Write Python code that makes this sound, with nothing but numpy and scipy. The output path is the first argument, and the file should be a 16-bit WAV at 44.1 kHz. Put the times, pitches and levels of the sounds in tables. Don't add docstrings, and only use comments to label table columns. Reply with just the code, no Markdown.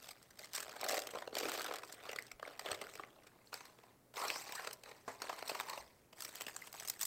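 import sys
import numpy as np
from scipy import signal
from scipy.fft import rfft, irfft, next_fast_len
from scipy.io import wavfile
from scipy.ndimage import uniform_filter1d, map_coordinates

SR = 44100
rng = np.random.default_rng(int(sys.argv[2]) if len(sys.argv) > 2 else 0)


def log_audio(samples):
    frames = np.atleast_2d(samples).T
    limited = np.clip(frames, -1, 1)
    pcm = np.round(limited * 32767).astype(np.int16)
    wavfile.write(sys.argv[1], SR, pcm)


N = 311415
SIZE = 2048


def amp(db):
    return 10 ** (np.asarray(db) / 20)


def unit(x):
    return x / np.sqrt(np.mean(x ** 2) + 1e-20)


def along(points, hz):
    f, v = np.transpose(points)
    return np.interp(np.log(hz + 1), np.log(f + 1), v)


def filtered(x, response):
    m = next_fast_len(N + SR // 2)
    return irfft(rfft(x, m) * response(np.fft.rfftfreq(m, 1 / SR)), m)[:N]


def causal(gain):
    cepstrum = irfft(np.log(np.maximum(gain, 1e-6)))
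    cepstrum[1:SIZE // 2] *= 2
    cepstrum[SIZE // 2 + 1:] = 0
    return np.exp(rfft(cepstrum))


def add(track, start, sound):
    part = track[start:start + len(sound)]
    part += sound[:len(part)]


# pitch_hz, gain_db (only the shape matters)
AIR_COLOUR = [(25, -8.5), (130, -2), (400, -3), (800, -9.5), (1600, -16.5), (3400, -24), (15000, -22)]


def room_tone(air_db=-69.5, hum_db=-82, hum_hz=120):
    air = unit(filtered(rng.standard_normal(N), lambda hz: amp(along(AIR_COLOUR, hz))))
    hum = unit(np.sin(2 * np.pi * hum_hz * np.arange(N) / SR))
    return amp(air_db) * air + amp(hum_db) * hum


# pitch_hz, t60_s
KITCHEN_DECAY = [(200, 0.86), (1500, 0.27), (5000, 0.074), (14000, 0.091)]


def kitchen(x, delay_s=0.0046):
    hz, t, z = signal.stft(rng.standard_normal(SR // 2), SR, nperseg=256)
    decay = np.exp(-np.log(1000) * t / along(KITCHEN_DECAY, hz)[:, None])
    tail = signal.istft(z * decay, SR, nperseg=256)[1]
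    delayed = np.pad(x, (int(delay_s * SR), 0))
    return signal.fftconvolve(delayed, tail / np.linalg.norm(tail))[:N]


def rings(table, rise_cycles):
    out, t = np.zeros(N), np.arange(SR // 4) / SR
    for s, hz, db, t60 in table:
        decay = 1000 ** (-t / t60)
        rise = 1 - np.exp(-t * hz / rise_cycles)
        add(out, round(s * SR), amp(db) * decay * np.sin(2 * np.pi * hz * t) * rise)
    return out


# start_s, pitch_hz, level_db (amplitude before rise and decay), t60_s
HAND_BUMPS = [(2.335, 36.6, -56, 0.13), (2.715, 90.5, -42, 0.035), (5.795, 60, -60, .2)]


def bumps():
    return rings(HAND_BUMPS, rise_cycles=0.37)


# start_s, level_db (initial rms of the slap)
BUTTER_DROPS = [(5.079, -39), (5.13, -58)]
# pitch_hz, gain_db (only the shape matters)
BOWL_COLOUR = [(70, -15), (250, -3), (700, 1), (1070, 2), (1300, -7), (2000, -5), (2800, -23), (8000, -19),
               (15000, -43)]


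def butter(t60=0.12):
    out, t = np.zeros(N), np.arange(SR // 4) / SR
    body = irfft(causal(amp(along(BOWL_COLOUR, np.fft.rfftfreq(SIZE, 1 / SR)))))
    for s, db in BUTTER_DROPS:
        slap = rng.standard_normal(len(t)) * np.exp(-np.log(1000) * t / t60)
        add(out, round(s * SR), amp(db) * signal.fftconvolve(slap, body / np.linalg.norm(body)))
    return out


# start_s, pitch_hz, level_db (amplitude before rise and decay), t60_s
FACET_POPS = [(0.932, 580, -30, 0.022), (0.978, 610, -32, 0.014), (1.136, 510, -33, 0.017),
              (1.15, 510, -30, 0.025), (1.171, 584, -33, 0.018), (1.276, 480, -28.5, 0.015),
              (1.432, 323, -34, 0.011), (1.453, 394, -31, 0.019), (1.596, 1360, -33, 0.012),
              (2.1873, 2060, -23, 0.01), (2.315, 2210, -38.5, 0.015), (2.452, 2170, -38, 0.013),
              (2.996, 1160, -33.5, 0.02), (3.036, 2040, -30.5, 0.0055), (3.473, 4300, -49, .008),
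              (4.282, 5470, -28, 0.0074), (4.302, 2560, -15, 0.0039), (6.466, 2760, -37, 0.02),
              (6.483, 1770, -29, 0.007), (6.621, 2050, -37, 0.02)]


def pops():
    return rings(FACET_POPS, rise_cycles=0.56)


# start_s, end_s, start_pitch_hz, end_pitch_hz, level_db (rms)
FOIL_SCRAPES = [(0.822, 1.014, 660, 620, -47), (1.337, 1.505, 418, 384, -54),
                (4.162, 4.287, 999, 1335, -46.5), (4.262, 4.416, 3660, 6270, -53.5),
                (4.556, 4.623, 1750, 1510, -52), (5.66, 5.766, 1000, 993, -53.5)]


def scrapes(width_hz=85, width_share=0.11):
    out = np.zeros(N)
    for start, end, start_hz, end_hz, db in FOIL_SCRAPES:
        u = np.linspace(0, 1, int((end - start) * SR))
        cycles = np.cumsum(start_hz + (end_hz - start_hz) * u) / SR
        place = 2 * (width_hz * (end - start) * u + width_share * cycles)
        grit = sum(phase * map_coordinates(rng.standard_normal(SIZE), [place]) for phase in (1, 1j))
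        scrape = (grit * np.exp(2j * np.pi * cycles)).real * np.sin(np.pi * u)
        add(out, round(start * SR), amp(db) * unit(scrape))
    return out


# pitch_hz, gain_db
ON_BLOCK = [(170, -19), (300, -8.5), (480, -0.5), (720, 0.5), (930, -6.5), (1250, -1), (2000, -3),
            (4300, -8.5), (7000, -17)]
ON_COUNTER = [(200, -19.5), (480, -4.5), (1000, 0), (1420, -5), (2100, -2.5), (3400, -10.5), (4200, -6),
              (7000, -14)]
TIGHT = [(200, 3.7), (700, 15.4), (2000, 10), (3400, 6.8), (7000, 4.3)]
# start_s, colour (one of the shapes above), sliding_db (against the creases)
GRIPS = [(0, ON_BLOCK, -6), (3.301, ON_COUNTER, 3), (4.8, ON_COUNTER, 1), (6.0, TIGHT, -4)]


def grip_at(s):
    return np.searchsorted([grip[0] for grip in GRIPS[1:]], s)


# pitch_hz, gain_db
MICROPHONE_TREBLE = [(7000, -2.5), (8300, 3), (9200, -9.5), (10500, -10), (12500, -6), (14300, -4.5),
                     (16000, -10.5)]


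def foil_colour(spectrum, zone):
    hz = np.fft.rfftfreq(SIZE, 1 / SR) + 1
    band = 1 / np.sqrt((1 + (zone[0] / hz) ** 10) * (1 + (hz / zone[1]) ** 10))
    foil_db = along(spectrum, np.minimum(hz, MICROPHONE_TREBLE[0][0]))
    return causal(band * amp(foil_db + along(MICROPHONE_TREBLE, hz)))


# low_hz, high_hz
FOIL_BANDS = [(165, 1100), (1100, 4500), (4500, 17000)]


def foil_colours():
    return [[foil_colour(grip[1], zone) for zone in FOIL_BANDS] for grip in GRIPS]


def band_levels(db, brightness_db, bands_db, far_share=0.33, crack_share=0.1):
    tip = brightness_db * np.array([-1, 0, 1])
    crack = crack_share * abs(brightness_db) * np.array([0, 1, 0])
    return db + tip + far_share * np.minimum(tip, 0) + crack + np.array(bands_db)


def folds(x, depth_db=4, width_hz=520, life_s=.011):
    hz, t, z = signal.stft(x, SR, nperseg=256)
    place = np.meshgrid(hz / width_hz, t / life_s, indexing="ij")
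    field = map_coordinates(rng.standard_normal((SIZE // 16, SIZE)), place, mode="mirror")
    return signal.istft(z * unit(amp(depth_db * field)), SR, nperseg=256)[1][:N]


# start_s, length_s, level_db (before the band offsets and the mix),
# brightness_db (high for a tight pinch, low for a loose bend)
HAND_STROKES = [(-0.015, 0.089, -61.5, 0), (0.12, 0.24, -74, -2), (0.361, 0.086, -60.5, 0),
                (0.512, 0.097, -54.5, 1), (0.628, 0.18, -59.5, -4.5), (0.785, 0.12, -53.5, -9),
                (0.85, 0.11, -48.5, 2), (1.03, 0.032, -55, -8.5), (1.12, 0.11, -63.5, -2.5),
                (1.324, 0.27, -49.5, -2.5), (1.488, 0.019, -45.5, 0.5), (1.564, 0.2, -56, -6),
                (1.812, 0.079, -72, 8.5), (1.9, 0.12, -65, -6.5), (2, 0.13, -57.5, -5),
                (2.15, 0.14, -69.5, -0.5), (2.403, 0.13, -61.5, -5.5), (2.558, 0.15, -62, -2.5),
                (2.63, 0.096, -52, -5), (2.784, 0.019, -50, -5.5), (2.84, 0.15, -66, 0.5),
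                (2.999, 0.45, -76.5, -7), (3.22, 0.041, -86, -2), (3.44, 0.016, -75, 8),
                (3.514, 0.041, -56, -1), (3.587, 0.11, -69, -5), (3.777, 0.14, -75.5, -7.5),
                (4.139, 0.17, -49, -2.5), (4.3, 0.12, -57, 2.5), (4.419, 0.25, -57, -2),
                (4.825, 0.073, -60, -4.5), (4.92, 0.091, -73, -1), (5.044, 0.094, -62.5, -1.5),
                (5.182, 0.156, -57, -3.5), (5.33, 0.072, -58.5, -3), (5.427, 0.19, -55, -2),
                (5.626, 0.16, -58, -2), (6.151, 0.14, -59.5, 0.5), (6.31, 0.1, -58.5, -1),
                (6.385, 0.039, -64.5, 2), (6.447, 0.035, -57, 0.5), (6.52, 0.15, -63, 0.5),
                (6.72, 0.13, -59, 0.5), (6.837, 0.093, -60, 1), (6.983, 0.017, -48, 2.5)]
# flex_db, crack_db, fizz_db
STROKE_BANDS = [-2.5, 0.63, 2]
# flex_s, crack_s, fizz_s
SETTLE_TIMES = [0.11, 0.18, 0.18]


def handling(attack_s=0.044, release_s=0.029, settle_db=-10):
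    t = np.arange(0, N / SR, .001)
    power = np.zeros((len(FOIL_BANDS), len(t)))
    for start, length, db, brightness_db in HAND_STROKES:
        after = np.maximum(t - start - length, 0)
        creep = amp(settle_db) * np.exp(-after / np.array(SETTLE_TIMES)[:, None])
        shape = np.clip((t - start) / attack_s, 0, 1) * (np.exp(-after / release_s) + creep)
        power += (amp(band_levels(db, brightness_db, STROKE_BANDS))[:, None] * shape) ** 2
    return [np.interp(np.arange(N) / SR, t, np.sqrt(band)) for band in power]


def rustle(colours, per_second=260, spread_db=14, own_db=3, life_s=0.0013, even_s=0.028):
    out, t = np.zeros(N), np.arange(N) / SR
    creases = (rng.random(N) < per_second / SR) * amp(-spread_db * rng.random(N))
    grip = grip_at(t)
    sliding = amp([row[2] for row in GRIPS])[grip]
    for zone, strength in enumerate(handling()):
        bursts = (creases * amp(own_db * rng.standard_normal(N))) ** 2
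        power = signal.lfilter([1], [1, -np.exp(-2 / (life_s * SR))], bursts)
        power = power / power.mean() + sliding ** 2
        power = power / uniform_filter1d(power, int(even_s * SR))
        drive = np.sqrt(np.abs(power)) * rng.standard_normal(N) * strength
        for k, colour in enumerate(colours):
            sheet = irfft(colour[zone])
            out += signal.oaconvolve(drive * (grip == k), sheet / np.linalg.norm(sheet))[:N]
    return folds(out)


def buckle(colour, build, life, lead_s, facet_db=4.5, facet_hz=400, slip_db=0.5):
    t = np.arange(SIZE) / SR - lead_s
    sizes = amp(slip_db * np.repeat(rng.standard_normal(SIZE // 32), 32))
    slips = sizes * rng.standard_normal(SIZE) * np.exp(-np.logaddexp(-t / build, t / life))
    place = np.fft.rfftfreq(SIZE, 1 / SR) / facet_hz
    facets = map_coordinates(rng.standard_normal(SIZE // 2), [place], mode="mirror")
    ring = irfft(rfft(slips) * colour * causal(amp(facet_db * facets)))
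    return ring / np.linalg.norm(ring)


# peak_s (about the height of the swell), level_db (rms over snap_s, before the band
# offsets), brightness_db (fizz up and flex down, high for a small facet)
FOIL_SNAPS = [(0.0502, -72, 1), (0.0892, -52.5, 0.5), (0.1096, -55, 5.5), (0.228, -71.5, 11),
              (0.3065, -67, 7), (0.392, -57.5, 7.5), (0.445, -59, 7), (0.534, -61.5, 15),
              (0.5505, -47, 9.5), (0.5612, -53, 12), (0.5785, -45, 1), (0.6038, -51, 7.5),
              (0.6273, -49.5, 2), (0.694, -52, -0.5), (0.7178, -58, -1), (0.7622, -51, -4),
              (0.8128, -49, 5.5), (0.8419, -44, 3.5), (0.8867, -44, 5.5), (0.9058, -44, -3),
              (0.921, -52, 7), (0.9313, -48, -6), (0.943, -45, -7), (0.969, -45.5, -1),
              (0.9779, -41.5, -5.5), (0.9919, -47.5, 5.5), (1.0194, -51, 3.5), (1.071, -54, 8.5),
              (1.1093, -56, 5.5), (1.137, -55.0, -3), (1.1541, -47, -7.5), (1.1726, -57, -11),
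              (1.1864, -50, -3), (1.2226, -50.5, -7.5), (1.2756, -49.0, -7.5), (1.328, -58.5, -16),
              (1.353, -44, 3), (1.3678, -44.5, -7), (1.3853, -45.5, 7.5), (1.4004, -47, 2.5),
              (1.4317, -44.5, -5.5), (1.4547, -43, -4), (1.4775, -53.0, -1), (1.4858, -42.5, -3),
              (1.4939, -46.5, 0), (1.5399, -48.0, -2), (1.5515, -49.5, -6), (1.5956, -52, 6.5),
              (1.6174, -51.5, 7), (1.6443, -46.5, 0.5), (1.6627, -46, -1), (1.6851, -49.5, -6.5),
              (1.711, -49, -8), (1.7235, -50, -6), (1.7388, -47, -1.5), (1.7585, -50.5, 2),
              (1.785, -53, 1.5), (1.8341, -49.5, -5), (1.896, -55, -3.5), (1.9246, -58.5, 10.5),
              (1.943, -61.5, 6), (2.055, -57.5, -7), (2.0923, -45.5, -3.5), (2.115, -54.5, 2),
              (2.131, -48.5, -3.5), (2.1609, -47.5, 1), (2.1878, -52.5, 3), (2.2236, -61.5, 9),
              (2.267, -68, 10), (2.3165, -53.5, 3), (2.3972, -57, -7.5), (2.4282, -49, -9.5),
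              (2.4768, -51.5, -5.5), (2.5943, -46.5, 0.5), (2.6133, -58, -4), (2.6595, -45.5, -6.5),
              (2.7157, -39.5, 0), (2.7462, -47.5, -2), (2.815, -46.0, -2), (2.9545, -53, 0.5),
              (2.997, -56, -10.5), (3.0365, -58.5, -8.5), (3.235, -67, -1), (3.2698, -60, -1),
              (3.529, -51, -7.5), (3.5411, -46, 2.5), (3.6072, -54.5, -3), (3.654, -59.5, 2.5),
              (3.788, -65.5, -6), (3.8356, -65.5, -4.5), (4.1404, -58.5, -2), (4.1696, -47, -3.5),
              (4.2175, -48, -1), (4.2506, -47, -4.5), (4.2813, -56, 8), (4.3025, -45.5, -0.5),
              (4.3596, -48, -7), (4.4927, -54.5, -6), (4.523, -49, 3.5), (4.553, -47.5, 4),
              (4.5944, -52, -9.5), (4.6471, -49.5, -3), (4.6731, -43, -3.5), (4.7105, -52.0, 1),
              (4.731, -60, 14.5), (4.8364, -56, 0.5), (4.9146, -60, -4), (5.2196, -43.5, 0.5),
              (5.2406, -53.5, -6.5), (5.295, -42, -6.5), (5.3288, -50, -3.5), (5.3896, -51, -1),
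              (5.4253, -47.5, -7), (5.4802, -55.5, 10.5), (5.4951, -39.5, -2), (5.516, -50.5, -11),
              (5.5499, -44.5, -5), (5.6, -40.5, -2.5), (5.6079, -44.5, -2), (5.6855, -51, -3),
              (5.6972, -46.5, 1.5), (5.733, -49, -5.5), (5.7766, -49, -7), (6.1293, -59, -2.5),
              (6.206, -60, 14), (6.2222, -51.5, 7.5), (6.2492, -50, 6.5), (6.3555, -53, 5.5),
              (6.4095, -46.5, 0.5), (6.4183, -48, 3.5), (6.467, -49.5, -1), (6.4831, -50.5, 0.5),
              (6.5644, -51.0, 8.5), (6.6723, -54.5, 2), (6.7282, -59.5, 9.5), (6.7414, -54.5, -4.5),
              (6.799, -51.5, 5.5), (6.85, -53.5, 2), (6.876, -62.5, 19), (6.8844, -53.5, 13.5),
              (6.8992, -49.5, 15.5), (7.0125, -46, 10), (7.0215, -55, 14), (7.0305, -48.5, 13.5),
              (7.0529, -57.5, 20)]
# flex_db, crack_db, fizz_db
SNAP_BANDS = [-3.5, -0.5, -1]


def snaps(colours, flex_life=1.28, lead_s=.005, snap_s=.008, usual_s=0.0036, length_spread_db=3,
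          build_share=0.25, decay_share=0.67):
    out = np.zeros(N)
    for peak_s, level_db, brightness_db in FOIL_SNAPS:
        length = usual_s * amp(length_spread_db * rng.standard_normal())
        levels = band_levels(level_db, brightness_db, SNAP_BANDS)
        for db, colour, stretch in zip(levels, colours[grip_at(peak_s)], (flex_life, 1, 1)):
            snap = buckle(colour, build_share * length, stretch * decay_share * length, lead_s)
            add(out, round((peak_s - lead_s) * SR), amp(db) * np.sqrt(snap_s * SR) * snap)
    return out


def scene(rustle_db=-3.0, wet_db=-15):
    colours = foil_colours()
    foil = snaps(colours) + amp(rustle_db) * rustle(colours) + scrapes() + pops()
    near = foil + butter() + bumps()
    return (near + amp(wet_db) * kitchen(near) + room_tone())[None]


def record(dry, top_hz=15850):
    return filtered(dry[0], lambda hz: 1 / np.sqrt(1 + (hz / top_hz) ** 300))[None]


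dry = scene()
out = record(dry)
log_audio(out)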